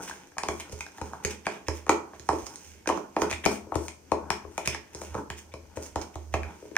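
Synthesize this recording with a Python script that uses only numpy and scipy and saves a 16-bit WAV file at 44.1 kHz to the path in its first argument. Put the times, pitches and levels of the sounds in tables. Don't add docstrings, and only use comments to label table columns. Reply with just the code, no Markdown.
import sys
import numpy as np
from scipy import signal
from scipy.fft import rfft, irfft, next_fast_len
from scipy.io import wavfile

SR = 44100
rng = np.random.default_rng(int(sys.argv[2]) if len(sys.argv) > 2 else 0)


def wav_out(sig):
    wavfile.write(sys.argv[1], SR, np.round(np.clip(np.atleast_2d(sig).T, -1, 1) * 32767).astype(np.int16))


N = 298557


def from_db(db):
    return 10 ** (np.asarray(db) / 20)


def unit_rms(x):
    return x / np.sqrt(np.mean(x ** 2) + 1e-20)


def lowpass(x, hz):
    return signal.sosfilt(signal.butter(2, hz, fs=SR, output="sos"), x)


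def at_hz(curve, hz):
    points_hz, values = np.transpose(curve)
    return np.interp(np.log(np.maximum(hz, 1)), np.log(points_hz), values)


def in_time(rows):
    times, *columns = np.transpose(rows)
    return [np.interp(np.arange(N) / SR, times, column) for column in columns]


def coloured(x, spectrum):
    size = next_fast_len(N)
    gain = from_db(at_hz(spectrum, np.fft.rfftfreq(size, 1 / SR)))
    return unit_rms(irfft(rfft(x, size) * gain, size)[..., :N])


def ring(clicks, hz, t60):
    decay, step = from_db(-60 / (t60 * SR)), 2 * np.pi * hz / SR
    return signal.lfilter([0, np.sin(step)], [1, -2 * decay * np.cos(step), decay ** 2], clicks + 1e-18)


def strike(modes, levels_db, touches, shares=1, scatter_db=2.5):
    sound = 0
    scatter = scatter_db * rng.standard_normal((len(touches), len(modes)))
    for k, (hz, mode_db, t60) in enumerate(modes):
        clicks = np.zeros((len(levels_db), N))
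        for channel, knock_db in zip(clicks, levels_db):
            strength = from_db(knock_db + mode_db + scatter[:, k])
            np.add.at(channel, touches, shares * strength[:, None])
        sound = sound - (-1) ** k * ring(clicks, hz, t60)
    return sound


# frequency in Hz, left-right likeness from 0 to 1.
PORT_LIKENESS = [(60, 0.69), (180, 1), (550, 0.18), (1650, 0.074), (5000, 0.013)]

def stereo_noise(size, hz):
    mid, side = rng.standard_normal((2, size))
    alike = at_hz(PORT_LIKENESS, hz)
    return np.sqrt((1 + alike) / 2) * mid + np.sqrt((1 - alike) / 2) * side * [[1], [-1]]


# frequency in Hz, relative spectral level in dB.
ROOM_TONE_SPECTRUM = [(12, -23), (20, -3), (74, -6.5), (130, -5), (337, -3.5), (459, -5.5), (873, -17),
                      (3740, -23.5), (6180, -16), (8650, -25.5), (10800, -29), (14700, -26), (16000, -40)]

def room_tone(level_db=-58):
    narrow, wide = stereo_noise(N, 100), stereo_noise(N, 5000)
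    return from_db(level_db) * coloured(lowpass(narrow - wide, 600) + wide, ROOM_TONE_SPECTRUM)


# frequency in Hz, t60 in seconds.
TAIL_T60 = [(60, 0.27), (200, 0.44), (420, 0.34), (1100, 0.42), (2900, 0.26), (7700, 0.26), (15000, .25)]
# frequency in Hz, gain in dB.
TAIL_GAIN = [(60, -20), (200, -1.5), (420, 1), (1100, -6.5), (2900, 0), (7700, -4), (15000, -0.5)]
# frequency in Hz, gain in dB, t60 in seconds.
STANDING_WAVES = [(205.5, -51, 0.4), (228.1, -50, 0.29), (318.7, -50, 0.18), (421.2, -51.5, 0.25),
                  (541.2, -43.5, 0.13), (614.4, -46.5, 0.18), (670.6, -51, 0.2), (842, -52, 0.16),
                  (999, -50, 0.13), (1072, -63.5, 0.42), (1116, -55, 0.38)]

def room_echoes(source, first_echo_s=0.004):
    t = np.arange(SR) / SR
    response = np.zeros((2, SR))
    edges_hz = 45 * 2 ** np.arange(0, 8.6, .5)
    for low, high in zip(edges_hz, edges_hz[1:]):
        hz = np.sqrt(low * high)
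        t60 = at_hz(TAIL_T60, hz)
        unit_energy = np.sqrt(6 * np.log(10) / (t60 * SR))
        tail = stereo_noise(SR, hz) * from_db(-60 * t / t60) * unit_energy
        band = signal.butter(2, [low, high], "band", fs=SR, output="sos")
        response += from_db(at_hz(TAIL_GAIN, hz)) * signal.sosfilt(band, tail * (t > first_echo_s))
    build_up = 1 - np.exp(-t / first_echo_s)
    for hz, gain_db, t60 in STANDING_WAVES:
        response += from_db(gain_db - 60 * t / t60) * np.sin(2 * np.pi * hz * t) * build_up
    return signal.fftconvolve(source[None], response, axes=1)[:, :N]


# frequency in Hz, relative level in dB, t60 in seconds.
TABLE_MODES = [(78.07, 0, 0.43), (127, -3.5, 0.13)]

def table_rumble():
    hz, _, t60 = TABLE_MODES[0]
    return unit_rms(ring(rng.standard_normal(N), hz, t60))


def table_thumps(levels_db, touches):
    return lowpass(strike(TABLE_MODES, [levels_db], touches)[0], 300)


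# centre in seconds, length in ms, relative crunch and hiss in dB.
GRIT_SWELLS = [(0.03, 28, -63, -49.5), (0.088, 26, -51, -53), (0.606, 15, -45, -48),
               (0.722, 20.0, -63, -50), (0.975, 18, -66, -60.0), (1.24, 12.0, -56, -51),
               (1.31, 22, -53, -46), (1.457, 14.0, -47, -56), (1.672, 16.0, -50, -56),
               (2.15, 34, -63.5, -66.0), (2.466, 17, -58, -47), (2.874, 7.7, -38.0, -50),
               (3.305, 18, -42, -45), (3.333, 18, -41.5, -53), (3.445, 16.0, -38, -55),
               (3.745, 11, -58, -66), (4.658, 11, -39, -43), (4.938, 15, -61.0, -59.0),
               (5.385, 30.0, -55.0, -51), (5.525, 16, -56, -73), (5.765, 14.0, -59, -51),
               (5.83, 23, -57.0, -50), (5.861, 16, -57, -50), (6.025, 22, -53, -50),
               (6.144, 14.0, -61, -62.0), (6.331, 14.0, -54, -57), (6.758, 15, -51, -56)]

def grit_swells():
    t, gains = np.arange(N) / SR, np.zeros((2, N))
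    for centre_s, length_ms, *levels_db in GRIT_SWELLS:
        sigma_s = length_ms / 1000 / 4
        bell = np.exp(-.5 * ((t - centre_s) / sigma_s) ** 2)
        gains += from_db(levels_db)[:, None] * bell
    return gains


# time in seconds, then relative levels in dB of
DRAG_LEVELS = [(0.0, -56, -36, -60, -52), (0.05, -59, -44.5, -50, -44.5), (0.19, -77, -51, -56.5, -55),
               (0.4, -66, -73, -73, -89), (0.45, -65, -46, -51, -49), (0.54, -56, -41, -71, -49),
               (0.6, -47, -59, -46, -48), (0.66, -62, -47, -56.5, -63), (0.79, -65, -51.5, -58, -49),
               (0.92, -71, -57.5, -62, -63), (1.07, -58, -44, -57, -50.5), (1.21, -66, -46, -62, -64),
               (1.32, -70, -41.5, -42, -48), (1.39, -60, -68, -69, -74), (1.53, -68, -39, -44, -49),
               (1.64, -54, -61, -69, -77), (1.77, -60, -56, -47, -40.5), (1.85, -53, -65, -69, -98),
               (1.92, -55, -51, -36, -63), (1.98, -73, -51, -75, -95), (2.2, -55, -57, -69, -62),
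               (2.34, -64, -56, -53, -48.5), (2.43, -39, -67, -56, -49), (2.51, -63, -46.5, -60, -52.5),
               (2.68, -51, -62, -55.5, -50), (2.85, -55, -67, -64, -72), (2.92, -49, -41, -43, -68),
               (2.98, -54, -38.5, -50.5, -48), (3.05, -74, -48, -74, -81), (3.11, -53, -76, -67, -79),
               (3.22, -61, -30, -62, -35), (3.26, -64, -33.5, -59, -64), (3.34, -37, -42, -45, -51),
               (3.37, -61, -52.5, -68, -65), (3.41, -66, -67, -68, -63), (3.51, -60, -25, -53, -37.5),
               (3.56, -47, -70, -45.5, -46), (3.67, -46, -55, -87, -95), (3.75, -57, -54, -51, -52),
               (3.86, -51.5, -46.5, -62, -45), (3.92, -65, -95, -83, -77), (4.15, -57, -46, -56, -86),
               (4.2, -44, -47.5, -75, -78), (4.28, -43, -42.5, -69, -75), (4.32, -58, -43, -67, -69),
               (4.41, -45, -56, -62, -85), (4.54, -45, -54.5, -64, -57), (4.64, -46, -55.5, -48, -66),
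               (4.73, -52, -49.5, -36.5, -63), (4.81, -62, -71.5, -63, -92), (5.0, -46, -46.5, -61, -48),
               (5.05, -51, -52.5, -51, -48.5), (5.13, -39, -49, -57, -58), (5.19, -53, -28, -55, -50),
               (5.24, -52, -63.5, -93, -83), (5.33, -45, -66, -54, -67), (5.41, -62, -57.5, -73, -60),
               (5.6, -42, -66.5, -67, -112), (5.84, -60, -43.5, -62.5, -42), (5.94, -42, -66, -63, -78),
               (6.0, -34, -40, -53, -49), (6.09, -53, -54, -76, -83), (6.19, -53, -62.5, -60, -63),
               (6.35, -34, -62.5, -84, -69), (6.47, -38, -41.5, -56, -63), (6.62, -70, -57.5, -62.5, -59),
               (6.77, -44, -64.5, -65, -69)]
# frequency in Hz, relative spectral level in dB.
RUB_SPECTRUM = [(88, -19.5), (150, -4.5), (334, -3), (668, -14), (892, 0.5), (1160, -13.5), (1500, -7),
                (1950, -38.5), (3300, -120)]
CRUNCH_SPECTRUM = [(820, -44.5), (1400, -18), (1590, -3.5), (1970, -2), (2270, 1.5), (3800, -7.5),
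                   (4940, -47.5), (8360, -120)]
HISS_SPECTRUM = [(2120, -32), (3600, -14.5), (5430, -1), (5930, 2.5), (6510, 2), (7470, -0.5), (8570, -2),
                 (11100, -13.5), (13000, -13.5), (13900, -25), (14800, -9), (15400, -14.5), (16000, -23.5)]

def spoon_drag(grains_per_s=2500, spread_db=2, gain_db=-5.5):
    rumble_gain, rub_gain, crunch_gain, hiss_gain = map(from_db, in_time(DRAG_LEVELS))
    crunch_swell, hiss_swell = from_db(8) * grit_swells()
    sizes = from_db(spread_db * np.minimum(rng.exponential(1, N), 5)) * rng.standard_normal(N)
    grains = sizes * (rng.random(N) < grains_per_s / SR)
    rumble = rumble_gain * table_rumble()
    rub = rub_gain * coloured(grains, RUB_SPECTRUM)
    crunch = (crunch_gain + crunch_swell) * coloured(grains, CRUNCH_SPECTRUM)
    hiss = (hiss_gain + hiss_swell) * coloured(grains, HISS_SPECTRUM)
    return from_db(gain_db) * rumble, from_db(gain_db) * (rub + crunch + hiss)


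def chatter(start_s, contact_ms, count=6, fade_db=-2):
    jitter, sizes = np.transpose(rng.random((len(start_s), count, 2)), (2, 0, 1))
    jitter[:, 0], sizes[:, 0] = 0, 1
    delay_s = (np.arange(count) + jitter) / count * contact_ms[:, None] / 1000
    touches = np.minimum(np.round((start_s[:, None] + delay_s) * SR).astype(int), N - 1)
    sizes = sizes * from_db(fade_db * np.arange(count))
    return touches, sizes / np.linalg.norm(sizes, axis=1, keepdims=True)


# frequency in Hz, relative level in dB, t60 in seconds.
FLOOR_MODES = [(232.7, -11.5, 0.044), (339, -7.5, 0.079), (416, -6.5, 0.061), (555, -2, 0.021)]
WALL_MODES = [(714, -5, 0.024), (900, -3, 0.024), (1070, -4, 0.021), (1282, -6.5, 0.014)]
CORNER_MODES = [(1570, 1.5, 0.019), (1724, 5, 0.0082)]
RIM_MODES = [(2394, 3, 0.0095), (2670, -4.5, 0.014), (3040, 0, 0.0033)]
SPOON_MODES = [(4080, 2.5, 0.0026), (5270, 1.5, 0.0065), (6560, 8, 0.0026), (8840, -1.5, .003),
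               (9930, -8.5, 0.004), (15100, -22.5, .0025)]
# start in seconds, relative levels in dB of table, floor,
# wall, corner, rim and spoon, left over right in dB, contact time in ms.
SPOON_KNOCKS = [(0.0784, -93.0, -63, -42, -36, -50, -46, -4, 2.5),
                (0.0966, -56, -53, -32.5, -41, -44, -37.0, 8, 2.44),
                (0.1108, -66, -59, -33, -26, -58.0, -46, -3, 2.5),
                (0.272, -74, -77, -61.0, -58, -64.0, -51, -1, 3),
                (0.3187, -62, -64, -50.0, -46, -58.0, -56, 1.0, 2.4),
                (0.3685, -69, -59, -30.5, -47, -50.0, -55, 2, 3.3),
                (0.3826, -60, -51, -23, -18.5, -30.0, -25, -3.5, 0.95),
                (0.4338, -56, -28, -22.5, -33, -26, -31.5, -4, 3),
                (0.4858, -36, -20, -16, -24, -25.5, -27, -1, 2.9),
                (0.5995, -60, -45, -32, -46, -37, -32, 1, 4.7),
                (0.696, -47.5, -41, -53, -52.0, -49, -46, 3, 3.1),
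                (0.727, -34.5, -33, -54, -61.0, -53, -42, 7, 6.3),
                (0.8074, -52, -49, -38.0, -32, -27, -33.5, 0, 4.7),
                (0.8648, -79, -70, -39, -36, -50, -43.0, -2, 0.94),
                (0.919, -69, -80.0, -57.0, -57.0, -71.0, -51.0, 0.0, 2.2),
                (0.983, -57.0, -42, -37, -41, -62, -46, -1, 3),
                (1.015, -34.5, -27.5, -24.5, -39, -41, -38.5, 4, 2.26),
                (1.062, -65.0, -58.0, -59.0, -61.0, -73.0, -58, 2, 2.0),
                (1.1331, -65, -45, -24.5, -35, -58.0, -49, -4, 2.4),
                (1.2493, -30.5, -22, -54, -28.0, -22, -19, 3, 1.52),
                (1.4673, -51, -22.5, -17, -13, -19, -27.5, 0.5, 1.34),
                (1.6838, -30.5, -22, -20.0, -20, -27.5, -27, -4, 1.58),
                (1.866, -58.0, -37, -27, -38.0, -46.0, -44, 1.0, 1.8),
                (1.8805, -65.0, -36.0, -33, -41.0, -42.0, -47, -2, 3.3),
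                (1.8937, -39.5, -11.5, -5.5, -28, -19.5, -21, 0, 3.74),
                (1.9174, -62, -29.5, -21, -53.0, -37, -51, -6, 2.47),
                (2.1338, -54, -42, -35.5, -40, -57.0, -65, -4, 1.2),
                (2.1966, -46, -46, -56, -39, -47, -36.5, -3, 1.36),
                (2.2894, -34.5, -17.5, -9.5, -23.0, -33, -26, -4.5, 1.18),
                (2.3309, -37, -19, -30, -39, -43, -40, -4, 3.5),
                (2.4667, -70, -43, -36, -48.0, -47.0, -33.5, -4, 5.5),
                (2.5581, -57, -62, -62, -56, -61, -35.5, 4, 1.7),
                (2.8581, -59.0, -59, -34.5, -33, -49, -54.0, -9, 1.4),
                (2.8743, -61, -18, -28, -21, -29.0, -20.5, -1, 2.27),
                (2.89, -59.0, -35, -15, -20, -25.5, -29, 4, 2.07),
                (2.8979, -47.5, -16, -13, -44.0, -48.0, -45, 2, 5),
                (2.9744, -70, -27, -26, -65.0, -54.0, -49, -17, 6.4),
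                (3.1652, -45, -17, -11.5, -23, -29, -37, -1.5, 4.73),
                (3.2184, -37, -15, -14.5, -23, -22, -26, -5.5, 3.06),
                (3.3123, -69, -30, -24.5, -28, -25.0, -24, -3, 3.1),
                (3.3278, -35, -46, -37.5, -28, -27, -41, 15, 3.3),
                (3.4378, -51, -40.0, -36, -42, -43, -51, 2.0, 2.9),
                (3.4533, -65, -27.5, -37, -22, -22, -23, -3, 0.53),
                (3.4608, -36, -14.5, -12.5, -34, -19.5, -24, 14.5, 3.5),
                (3.6696, -54, -36, -57, -62, -66.0, -67, 1, 4.1),
                (3.7208, -47, -26.5, -17, -34.0, -49, -53, 4.5, 0.91),
                (3.7555, -25, -19, -17.0, -37, -46, -26.5, 9.5, 1.43),
                (3.8823, -62, -65, -34, -42, -32, -33, 1, 3.28),
                (4.1181, -33, -13, -11, -27, -26, -30, 5.5, 2.1),
                (4.3034, -34, -25.5, -15.0, -17.5, -21.5, -23, 5.5, 1.13),
                (4.4489, -57, -34.0, -36, -57, -63, -63, 7, 2.6),
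                (4.579, -46.0, -27, -18, -46, -26, -28, 3.5, 3.2),
                (4.659, -60, -39, -43, -34, -28, -28, 3, 1.86),
                (4.6752, -28, -25, -24, -35, -19.5, -15.0, 0.5, 1.78),
                (4.747, -57.0, -35.5, -28, -26, -31, -33, 3.0, 2.2),
                (4.9484, -43, -32.5, -41.0, -58.0, -55, -32.5, 6.5, 1.62),
                (5.0163, -48, -30, -29.5, -49, -46, -35, 3, 4.9),
                (5.1439, -39, -42, -26, -38.0, -42, -43.5, 4, 1.1),
                (5.1508, -31.5, -24.5, -22.5, -57, -67.0, -47, -8, 2.7),
                (5.3019, -35.5, -33, -30.0, -26, -28.5, -34.0, -1, 0.85),
                (5.539, -39, -31, -34, -49.0, -40, -41, 2.5, 3.5),
                (5.772, -36, -28, -32.5, -46, -37, -42, 5.5, 3.1),
                (5.867, -71, -66, -70, -76.0, -66.0, -59.0, -1.0, 7),
                (5.9583, -34.0, -21.5, -17, -27, -31, -31.0, 1.0, 0.86),
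                (6.015, -49.0, -52, -36, -52.0, -46.0, -34, -8, 15),
                (6.1562, -34, -31, -27, -60, -56.0, -42, 4, 1.56),
                (6.3398, -30.5, -18, -14, -18.5, -22.5, -32, -3.5, 6.6),
                (6.4328, -56, -47, -52, -33, -36, -47.0, 4.0, 1.83),
                (6.6254, -53, -35.5, -51, -60.0, -65, -62, 1, 4.7),
                (6.654, -54, -38, -54.0, -61.0, -63, -57, 5, 1.6),
                (6.714, -65, -33.5, -53.0, -58.0, -57.0, -57, 11, 2.9),
                (6.7543, -92.0, -43, -43, -37, -43.0, -48.0, -4.0, 3.2),
                (6.7656, -45.0, -32, -20, -7, -18.5, -23.5, -7, 1.3)]

def spoon_knocks():
    start_s, table_db, *parts_db, pan_db, contact_ms = np.transpose(SPOON_KNOCKS)
    floor_db, wall_db, corner_db, rim_db, spoon_db = (
        [db + pan_db / 2, db - pan_db / 2] for db in parts_db)
    touches, shares = chatter(start_s, contact_ms)
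    first_touch = touches[:, :1]
    thumps = table_thumps(table_db, first_touch)
    floor = strike(FLOOR_MODES, floor_db, first_touch)
    wall = strike(WALL_MODES, wall_db, first_touch)
    corner = strike(CORNER_MODES, corner_db, first_touch, shares=0.7)
    box = lowpass(floor + wall + corner, 2500)
    rim = strike(RIM_MODES, rim_db, touches, shares)
    spoon = strike(SPOON_MODES, spoon_db, touches, shares)
    return thumps, box + rim + spoon


# time in seconds, left over right in dB for the table,
# then the same for scraping and echoes.
BALANCE_DRIFT = [(0.0, 0.0, 0.5), (0.26, -9, -2.5), (0.34, 1.5, 4), (0.49, -10, 0), (0.85, -8, -2.5),
                 (0.89, -6, -1.5), (1.3, -11.5, -1.5), (1.43, -7, -4.5), (1.71, -10, -2.5), (1.85, -9, -3),
                 (2.11, -5, -4.5), (2.22, -6, -3.5), (2.43, -10, -3.0), (2.83, -10, -2.5), (3.04, -8, -6.5),
                 (3.09, -3, -3.5), (3.36, -8, -2), (3.43, 1, -0.5), (3.54, 3, 1.5), (4.43, 4, 1.5),
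                 (4.56, 2.5, 3), (4.64, -9, 1), (4.79, -15, -4), (4.94, -5, -0.5), (5.37, -10, -2.5),
                 (5.73, 5, 3), (5.88, -8.5, -3), (6.45, -9.5, -2), (6.66, -6, -0.5), (6.69, 4, -2),
                 (6.77, -7, 4)]

def scene():
    thumps, clatter = spoon_knocks()
    rumble, scraping = spoon_drag()
    echoes = room_echoes(clatter.mean(axis=0) + scraping)
    table_pan, room_pan = (from_db([db / 2, -db / 2]) for db in in_time(BALANCE_DRIFT))
    return clatter + room_pan * (scraping + echoes) + table_pan * (thumps + rumble) + room_tone()


# frequency in Hz, left over right in dB.
PORT_COLOUR = [(60, 1.8), (120, 3.3), (250, 2.3), (1000, 1.4), (2500, 2), (4400, -3), (6500, -10),
               (8700, 14), (12000, -1)]
# centre in Hz, width in Hz, gain in dB.
MIC_RESPONSE = [(3740, 400, -3), (7920, 360, 0.5)]

def record(dry, left_lead_s=.00007, bass_cut_hz=40, treble_cut_hz=16250):
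    size = next_fast_len(N + 999)
    hz = np.fft.rfftfreq(size, 1 / SR)
    left = from_db(at_hz(PORT_COLOUR, hz) / 2) * np.exp(1j * np.pi * hz * left_lead_s)
    right = 1 / left
    shared_db = sum(db * np.exp(-2 * ((hz - centre) / width) ** 2) for centre, width, db in MIC_RESPONSE)
    ports = irfft(rfft(dry, size) * from_db(shared_db) * [left, right], size)[:, :N]
    ports = signal.sosfilt(signal.butter(2, bass_cut_hz, "high", fs=SR, output="sos"), ports)
    return signal.sosfilt(signal.ellip(12, .5, 95, treble_cut_hz, fs=SR, output="sos"), ports)


dry = scene()
out = record(dry)
wav_out(out)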